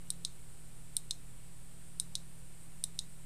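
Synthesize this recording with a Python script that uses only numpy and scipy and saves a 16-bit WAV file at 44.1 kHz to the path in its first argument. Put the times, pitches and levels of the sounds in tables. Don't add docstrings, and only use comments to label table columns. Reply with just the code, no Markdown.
import sys
import numpy as np
from scipy import signal
from scipy.fft import rfft, irfft
from scipy.io import wavfile
from scipy.ndimage import uniform_filter1d, map_coordinates

SR = 44100
rng = np.random.default_rng(int(sys.argv[2]) if len(sys.argv) > 2 else 0)


def level_to_linear(level):
    exponent = np.asarray(level, float) / 20
    return 10 ** exponent


def master_out(mix):
    frames = np.transpose(np.atleast_2d(mix))
    ceiling = np.clip(frames, -1, 1)
    pcm = np.round(ceiling * 32767).astype(np.int16)
    wavfile.write(sys.argv[1], SR, pcm)


N = 143325
CLICK_LEN = 4410
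BAND_EDGE_HZ = 13960

# t/s, level/dB, tick against dome/dB, dome brightness/dB
PRESSES = [
    (0.1031, -15, -0.7, -1),
    (0.9666, -12.5, 0.2, -2.8),
    (1.9982, -14.5, 0.7, 1.5),
    (2.8388, -14, -0.3, 0.1),
]
# t/s, level/dB, tick against dome/dB, dome brightness/dB
RELEASES = [
    (0.2487, -18.5, 0.1, 0.1),
    (1.1084, -18, 0.1, 0.1),
    (2.153, -18, 0.1, 0.1),
    (2.9898, -18, 0.1, 0.1),
]


def evened(x):
    return x / np.sqrt(np.mean(x ** 2) + 1e-20)


def read(points, hz):
    f, value = np.transpose(points)
    return np.interp(np.log(hz + 1), np.log(f + 1), value)


def drift(top_hz):
    t = np.arange(N) / SR
    waves = [np.sin(2 * np.pi * (f * t + rng.random())) / np.sqrt(f)
             for f in np.geomspace(1, top_hz, num=16)]
    return evened(sum(waves))


def causal(points, lag_ms=0, sudden=1):
    hz = np.fft.rfftfreq(8192, 1 / SR)
    log_gain = np.log(level_to_linear(read(points, hz)))
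    mirrored = np.concatenate([log_gain, log_gain[-2:0:-1]])
    phase = -signal.hilbert(mirrored)[:len(hz)].imag
    delay = 2j * np.pi * hz * lag_ms / 1000
    return irfft(np.exp(log_gain + 1j * sudden * phase - delay))[:CLICK_LEN]


def coloured(x, points):
    hz = np.fft.rfftfreq(N, 1 / SR)
    band = (hz > 1) * (hz < BAND_EDGE_HZ)
    return np.sqrt(SR / 2) * irfft(rfft(x) * level_to_linear(read(points, hz)) * band, N)


def spin(motor):
    # t/s, fast motor f/Hz, slow motor f/Hz
    speed = [
        (0, 168, 129.7),
        (.23, 167.8, 129.3),
        (.31, 161, 122.3),
        (1.09, 159.6, 121.7),
        (1.17, 166.2, 126.6),
        (2.12, 166, 126.8),
        (2.22, 168, 128.8),
        (3.14, 168, 128),
        (3.25, 163, 126),
    ]
    at = np.transpose(speed)
    waver_hz = .15
    turn_hz = np.interp(np.arange(N) / SR, at[0], at[motor]) + waver_hz * drift(12)
    return np.cumsum(turn_hz) / SR + rng.random()


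def motors(spins):
    # multiple of speed, fast motor level/dB, slow motor level/dB
    partials = [(1, -60.5, -62), (2, -85, -82)]
    # t/s, level/dB
    effort = [(0, 2.5), (.24, 3.5), (.32, -3), (1.05, -0.2), (1.2, -0.9), (1.9, -0.5), (2.06, 3.5),
              (2.4, -0.5), (3.25, 1.4)]
    waver_db = .5
    effort_db = np.interp(np.arange(N) / SR, *np.transpose(effort))
    out = np.zeros(N)
    for motor, turns in enumerate(spins, 1):
        tone = sum(level_to_linear(row[motor]) * np.sqrt(2) * np.sin(2 * np.pi * round(row[0]) * turns)
                   for row in partials)
        out += tone * level_to_linear(waver_db * drift(10) + (motor == 1) * effort_db)
    return out


def brushes(spins):
    # f/Hz, level per Hz/dB
    port = [(5500, -125), (7000, -106), (8000, -95), (9000, -95.5), (9650, -96), (10800, -114),
            (12300, -109), (13300, -116)]
    throbs = [(1, .2), (2, .3), (3, .18), (4, .1)]
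    brush_db = [-2.8, -4.6]
    repeat, renew_turns = .55, 14
    out = np.zeros(N)
    for turns, db in zip(spins, brush_db):
        size = round(SR / np.mean(np.diff(turns) * SR))
        pattern = rng.standard_normal((60, size + 1))
        place = [turns / renew_turns, np.round(turns % 1 * size)]
        again = evened(map_coordinates(pattern, place, order=1))
        throb = 1 + sum(depth * np.cos(2 * np.pi * (k * turns + rng.random())) for k, depth in throbs)
        scrape = np.sqrt(repeat) * again + np.sqrt(1 - repeat) * rng.standard_normal(N)
        out += level_to_linear(db) * evened(throb * scrape)
    return coloured(out, port) * level_to_linear(.25 * drift(60))


def whine(turns):
    multiple, width_hz, level_db, end_s = 17.3, 120, -76, .27
    wobble = evened(uniform_filter1d(rng.standard_normal(N), round(SR / width_hz)))
    fade = np.clip((end_s - np.arange(N) / SR) / .03, 0, 1)
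    return level_to_linear(level_db) * wobble * np.sin(2 * np.pi * multiple * turns) * fade


def click(kind, tick_db, bright_db):
    # f/Hz, press level/dB, release level/dB
    dome_colour = [(1200, -54, -47), (2440, -49.5, -41.5), (3274, -33, -25), (3850, -18.5, -10),
                   (4640, -29, -20), (5640, -24, -18.5), (6720, -33, -22.5), (9000, -79, -71)]
    # f/Hz, press level/dB, release level/dB
    tick_colour = [(5960, -67, -55), (7240, -34.5, -35.5), (8500, -12.5, -15), (9260, -13, -16.5),
                   (10120, -21.5, -27.5), (11640, -42.5, -49), (12180, -28.5, -29.5), (14900, -47, -60)]
    tick_lag_ms = [0.087, 0.444]
    # f/Hz, press level/dB, release level/dB, t60/s
    shell = [(3760, -34, -22, .032), (4106, -35, -20, .03), (4300, -44, -30, .03),
             (5220, -35.5, -31, 0.058), (7700, -35, -30, 0.085), (8530, -26, -25, 0.036),
             (8740, -37, -41, 0.023), (9110, -32, -32, .025), (10030, -41, -38, 0.028)]
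    # delay/ms, level/dB
    echoes = [(1.3, -16), (2.4, -9), (3.6, -25), (4.6, -23), (5.3, -19.5), (7.2, -19.5)]
    # f/Hz, level/dB
    bounce = [(2000, -2.5), (4000, 1.5), (5500, -6.5), (7500, 4.5), (9000, -3.5), (11000, -2), (14400, -27)]
    t = np.arange(CLICK_LEN) / SR
    chance = rng.standard_normal(len(shell))
    lag_ms, sudden = .9, .62
    dome = [(row[0], row[kind] + bright_db * (row[0] > 5000)) for row in dome_colour]
    tick = [(row[0], row[kind] + tick_db) for row in tick_colour]
    tick_pulse = causal(tick, lag_ms + tick_lag_ms[kind - 1], sudden)
    snap = level_to_linear(33.5) * (causal(dome, lag_ms, sudden) - tick_pulse)
    ring = np.zeros(CLICK_LEN)
    for row, c in zip(shell, chance):
        decay = level_to_linear(row[kind] + 3.0 * c - 60 * t / row[3])
        ring += decay * np.sin(2 * np.pi * row[0] * (1 + 0.0042 * c) * t + c)
    ring *= np.clip((t - .0008) / 0.00089, 0, 1)
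    echo = np.zeros(CLICK_LEN)
    for (ms, db), c in zip(echoes, chance[::-1]):
        echo += level_to_linear(db + 1.3 * c) * np.roll(snap, round((ms + .08 * c) * SR / 1000))
    return snap + np.convolve(echo, causal(bounce)[:256])[:CLICK_LEN] + ring


def button():
    out = np.zeros(N + CLICK_LEN)
    for kind, rows in ((1, PRESSES), (2, RELEASES)):
        for s, db, tick_db, bright_db in rows:
            out[round(s * SR):][:CLICK_LEN] += level_to_linear(db) * click(kind, tick_db, bright_db)
    slip_s, slip_db = 2.9885, -30
    slip = causal([(4000, -25), (7000, 12), (9000, -6), (13000, 1), (15000, -30)], .5, .5)
    out[round(slip_s * SR):][:CLICK_LEN] += level_to_linear(slip_db) * slip
    return out[:N]


def room(x):
    # f/Hz, t60/s
    decay = [(2000, .12), (4000, 0.22), (6000, 0.21), (9000, 0.15), (14000, 0.13)]
    taps = np.zeros(SR // 2)
    at = np.arange(120, len(taps) - 20, 20)
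    taps[at + rng.integers(0, 20, len(at))] = rng.choice([-1., 1.], len(at))
    hz, t, z = signal.stft(taps, SR, nperseg=128)
    dying = level_to_linear(-60 * t / read(decay, hz)[:, None])
    tail = signal.istft(z * dying, SR, nperseg=128)[1]
    return signal.fftconvolve(x, tail / np.linalg.norm(tail))[:N]


def room_tails(clicks):
    # f/Hz, level/dB
    tail_colour = [(2000, -5), (4100, -1), (5500, -3), (7200, 8.5), (9000, -4.5), (11500, 6), (13600, 7),
                   (14400, -50)]
    fed = np.convolve(clicks, causal(tail_colour)[:256])[:N]
    starts = sorted(row[0] - .005 for row in PRESSES + RELEASES)
    which = np.searchsorted(starts, np.arange(N) / SR)
    wet = sum(room(fed * (which == k)) for k in range(1, which.max() + 1))
    return irfft(rfft(wet) * (np.fft.rfftfreq(N, 1 / SR) < BAND_EDGE_HZ), N)


def hiss():
    # f/Hz, level per Hz/dB
    flicker = [(4, -74), (25, -73), (100, -84), (250, -92), (600, -98.5), (1200, -102), (2500, -103),
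               (6500, -109)]
    return coloured(rng.standard_normal(N), flicker)


def scene():
    clicks = button()
    spins = [spin(1), spin(2)]
    device = motors(spins) + brushes(spins) + whine(spins[0]) + clicks
    return (device + level_to_linear(-17) * room_tails(clicks))[None]


def roll_off(x):
    return signal.sosfilt(signal.butter(12, 15290, fs=SR, output="sos"), x)


def record(dry):
    low_pass = signal.firwin(255, 15200, window=("kaiser", 9), fs=SR)
    x = signal.oaconvolve(dry, low_pass[None], "same")
    offset = .008
    return roll_off(x + hiss() + offset)


dry = scene()
out = record(dry)
master_out(out)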